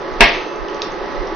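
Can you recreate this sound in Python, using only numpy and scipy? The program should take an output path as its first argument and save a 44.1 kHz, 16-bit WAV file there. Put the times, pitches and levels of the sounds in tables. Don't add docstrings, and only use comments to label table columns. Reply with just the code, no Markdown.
import sys
import numpy as np
from scipy import signal
from scipy.fft import rfft, irfft, next_fast_len
from scipy.io import wavfile
from scipy.ndimage import uniform_filter1d, map_coordinates

SR = 44100
rng = np.random.default_rng(int(sys.argv[2]) if len(sys.argv) > 2 else 0)


def magnitude_from_level(level_db):
    exponent = np.asarray(level_db, float) / 20
    return 10 ** exponent


def put_to_file(sound):
    columns = np.atleast_2d(sound).T
    safe = np.clip(columns, -1, 1)
    whole_steps = np.round(safe * 32767)
    wavfile.write(sys.argv[1], SR, whole_steps.astype(np.int16))


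N = 59535


def unit(x):
    return x / np.sqrt(np.mean(x ** 2) + 1e-20)


def along(points, hz):
    f, v = np.transpose(points)
    return np.interp(np.log(hz + 1), np.log(f + 1), v)


def wobble(rate_hz):
    knots = rng.standard_normal(int(N * rate_hz / SR) + 4)
    return map_coordinates(knots, [np.arange(N) * rate_hz / SR])


def filtered(x, response):
    m = next_fast_len(N + SR // 2)
    spectrum = rfft(x, m) * response(np.fft.rfftfreq(m, 1 / SR))
    return irfft(spectrum, m)[..., :N]


def peak(f, hz, width_hz):
    return 1j * f * width_hz / (hz * hz - f * f + 1j * f * width_hz)


def pair(gain, alike):
    def mid_side(hz):
        turn = np.arccos(np.clip(along(alike, hz), -1, 1)) / 2
        return gain(hz) * [np.cos(turn), np.sin(turn)]

    mid, side = filtered(rng.standard_normal((2, N)), mid_side)
    return unit(np.array([mid + side, mid - side]))


def fading(gain, alike, t60_scale):
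    # f/Hz, t60/s
    kitchen_t60 = [(150, .3), (700, 0.37), (2000, 0.46), (5200, 0.49), (6000, 0.38)]
    hz, t, z = signal.stft(pair(gain, alike), SR, nperseg=256)
    t60_s = t60_scale * along(kitchen_t60, hz)[:, None]
    return signal.istft(z * magnitude_from_level(-60 * t / t60_s), SR, nperseg=256)[1][:, :N]


def draught():
    # t/s, peak level/dB, swing f/Hz, length/s, left over right/dB
    puff_events = [
        (0.131, -24.5, 35.7, 0.018, -2),
        (0.193, -24.5, 28.5, 0.033, -2),
        (0.231, -8, 32, 0.02, -7.5),
        (0.346, -31.5, 24, 0.063, 0.5),
        (0.621, -22.5, 41, 0.027, -16.5),
        (0.916, -33.5, 24.47, 0.037, 7),
        (1.031, -32, 34.6, 0.037, -5.5),
        (1.151, -29, 27, 0.04, -4),
        (1.204, -16, 33, 0.024, -18),
        (1.328, -31, 26.4, 0.09, -4),
    ]
    # f/Hz, density/(dB per Hz)
    rumble_spectrum = [(10, -2), (28, -11.5), (60, -11), (100, -28), (160, -61)]
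    rumble_db = -46.5
    t = np.arange(N) / SR
    phases = rng.uniform(0, 2 * np.pi, (len(puff_events), 2, 1))
    puffs = 0
    for phase, (at_s, db, hz, span_s, lean_db) in zip(phases, puff_events):
        level = magnitude_from_level(db + np.minimum(0, [[lean_db], [-lean_db]]))
        swell = np.exp(-((t - at_s) / span_s) ** 2)
        puffs = puffs + level * swell * np.cos(2 * np.pi * hz * (t - at_s) + phase)
    rumble = pair(lambda hz: magnitude_from_level(along(rumble_spectrum, hz)), [(30, .1)])
    return puffs + magnitude_from_level(rumble_db) * rumble


def fan():
    # multiple of blade rate, level/dB rms
    blade_tones = [(1, -57), (5, -53), (6, -40), (7, -38.5), (8, -42), (9, -42.5)]
    # f/Hz, width/Hz, level/dB
    housing_modes = [(196.7, 14, -15.5), (337.2, 53, -3), (367.7, 16, 1.5), (401.8, 12.4, 0.5),
                     (430.2, 22.4, -1.5), (496, 12, -5), (554.3, 55, -5.5)]
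    # f/Hz, density/(dB per Hz)
    air_spectrum = [(60, -28), (130, -15), (300, -8), (1000, -8), (1450, -14), (1980, -12), (2250, -20.5),
                    (4950, -27), (6600, -34)]
    # f/Hz, likeness/1
    likeness = [(60, 0.17), (180, 0.32), (540, 0.97), (1640, 0.74), (4940, 0.6), (14900, 0.23)]
    # f/Hz, left over right/dB
    stereo_lean = [(60, -26), (150, 4.5), (380, -3.5), (940, -3), (2370, -3.5), (5930, -1.0), (14900, -4.5)]
    blade_hz, blade_drift, blade_db = 142.84, .0012, -1
    whine_hz, whine_db = 1254, -45.5
    housing_db, air_db = -30, -31.5

    def boom(f):
        return np.sqrt(sum(np.abs(magnitude_from_level(db) * peak(f, c, w) ** 2) ** 2 for c, w, db in housing_modes))

    def lean_gain(hz):
        return magnitude_from_level(along(stereo_lean, hz) / 2 * np.array([[1], [-1]]))

    air = magnitude_from_level(air_db + 0.78 * wobble(7.2)) * pair(lambda hz: magnitude_from_level(along(air_spectrum, hz)), likeness)
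    housing = magnitude_from_level(housing_db + 1.1 * wobble(25)) * pair(boom, likeness)
    turns = 2 * np.pi * np.cumsum(blade_hz * (1 + blade_drift * wobble(4.5))) / SR
    tones = 0
    for k, db in blade_tones:
        phase = rng.uniform(0, 5.17) + rng.normal(0, 0.6, (2, 1))
        tones = tones + magnitude_from_level(db + blade_db + 1.2 * wobble(11.2)) * np.sin(k * turns + phase)
    whine = magnitude_from_level(whine_db + 1.4 * wobble(17)) * np.sin(2 * np.pi * whine_hz * np.arange(N) / SR)
    return filtered(air + housing + np.sqrt(2) * (tones + whine), lean_gain)


def ticks():
    # t/s, peak level/dB, centre f/Hz, width/Hz
    tick_events = [(.0184, -40, 4800, 3000), (.140, -40, 4500, 3000), (.560, -40, 6300, 1500),
                   (.684, -37, 5300, 1500), (.686, -32, 2950, 600), (.701, -36, 5000, 2500),
                   (.746, -32, 5800, 2500), (.824, -26, 5500, 2000), (.870, -36, 5000, 2000),
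                   (.92, -41, 6100, 800), (1.060, -40, 5000, 2000), (1.272, -38, 5400, 900),
                   (.8190, -22, 3600, 700), (.8190, -27, 2700, 500), (.8194, -19.5, 4800, 1500),
                   (.8197, -29, 5900, 1200)]
    room_db = -3.5
    direct = 0
    for at_s, db, hz, width_hz in tick_events:
        tap = np.zeros(N)
        tap[round(at_s * SR)] = 1
        direct = direct + magnitude_from_level(db) * filtered(tap, lambda f: peak(f, hz, width_hz) ** 2 * SR / width_hz)
    room = fading(np.ones_like, [(1000, 0.3)], t60_scale=0.66)[:, :SR // 2]
    room = room / np.linalg.norm(room[0])
    late = np.pad(direct, (100, 0))[None]
    wet = signal.fftconvolve(late, room, axes=1)[:, :N]
    return direct * magnitude_from_level([[-1.5], [1.5]]) + magnitude_from_level(room_db) * wet


def knock():
    # f/Hz, level/dB, t60/s
    body_modes = [(139.6, -25, 0.39), (230.2, -7.5, 0.18), (406, -4, 0.13), (686.4, -9, 0.42),
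                  (920.7, -9, 0.32), (1150, -16, 0.44), (1644, -7.5, 0.22), (1833, -11.5, 0.42),
                  (1972, -11, .4), (2180, -10, 0.37), (2410, -16.5, 0.21), (2550, -11.5, 0.28),
                  (2680, -11, 0.38), (3037, -17, 0.16)]
    # f/Hz, level/dB, t60/s
    pan_modes = [(2633, -27, 1.3), (3300, -18, .3), (4200, -19, .25), (5300, -22, .2), (6170, -36, 1.2)]
    # f/Hz, density/(dB per Hz)
    blow_spectrum = [(70, -44), (250, -9), (450, -3.5), (927, -2.5), (1400, -9.5), (2300, -2),
                     (5200, -17.5), (5900, -21.5), (6600, -35.5)]
    knock_s, knock_db, ring_db, rattle_db = .2066, 0, -4, -6.5
    t, start = np.arange(N) / SR, round(knock_s * SR)

    def colour(hz):
        return magnitude_from_level(along(blow_spectrum, hz))

    crack = magnitude_from_level(knock_db + 6 - 60 * t / 0.024) * pair(colour, [(500, 0.71)])
    ring = 0
    for hz, db, t60_s in body_modes + pan_modes:
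        phase = rng.uniform(0, 6) + rng.normal(0, .35, (2, 1))
        decay = magnitude_from_level(ring_db + db + 2.5 * wobble(40) - 60 * t / t60_s)
        ring = ring + decay * np.sin(2 * np.pi * hz * t + phase)
    tail = magnitude_from_level(rattle_db) * fading(colour, [(200, 1.0), (1000, 0.64), (5000, .7)], t60_scale=1.035)
    rise = magnitude_from_level(-21.5 - 60 * t[::-1] / 0.036)[-start:]
    lead = rise * pair(colour, [(500, 0.49)])[:, :start]
    blow = (crack + ring + tail) * (1 - np.exp(-t / 0.00013))
    return np.concatenate([lead, blow[:, :N - start]], axis=1)


def scene():
    return draught() + fan() + ticks() + knock()


def roll_off(x):
    return signal.sosfilt(signal.butter(12, 15470, fs=SR, output="sos"), x)


def record(dry):
    ceiling, hardness = 1, 30
    top_hz, mask_hz, mask_db, mask_db_per_khz = 6600, 6300, -32.5, 8

    def clip(x):
        return x / (1 + np.abs(x / ceiling) ** hardness) ** (1 / hardness)

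    hz, t, z = signal.stft(clip(dry), SR, nperseg=1024)
    power = np.mean(np.abs(z) ** 2, axis=0)
    loudness = power[hz > 1500].sum(axis=0)
    slope_db = mask_db + mask_db_per_khz * (hz[:, None] - mask_hz) / 1000
    mask = loudness * magnitude_from_level(2 * slope_db)
    kept = (uniform_filter1d(power, size=5, axis=0) > mask) & (hz[:, None] < top_hz)
    narrow = signal.istft(z * kept, SR, nperseg=1024)[1][:, :N]
    return roll_off(clip(1.195 * narrow))


dry = scene()
out = record(dry)
put_to_file(out)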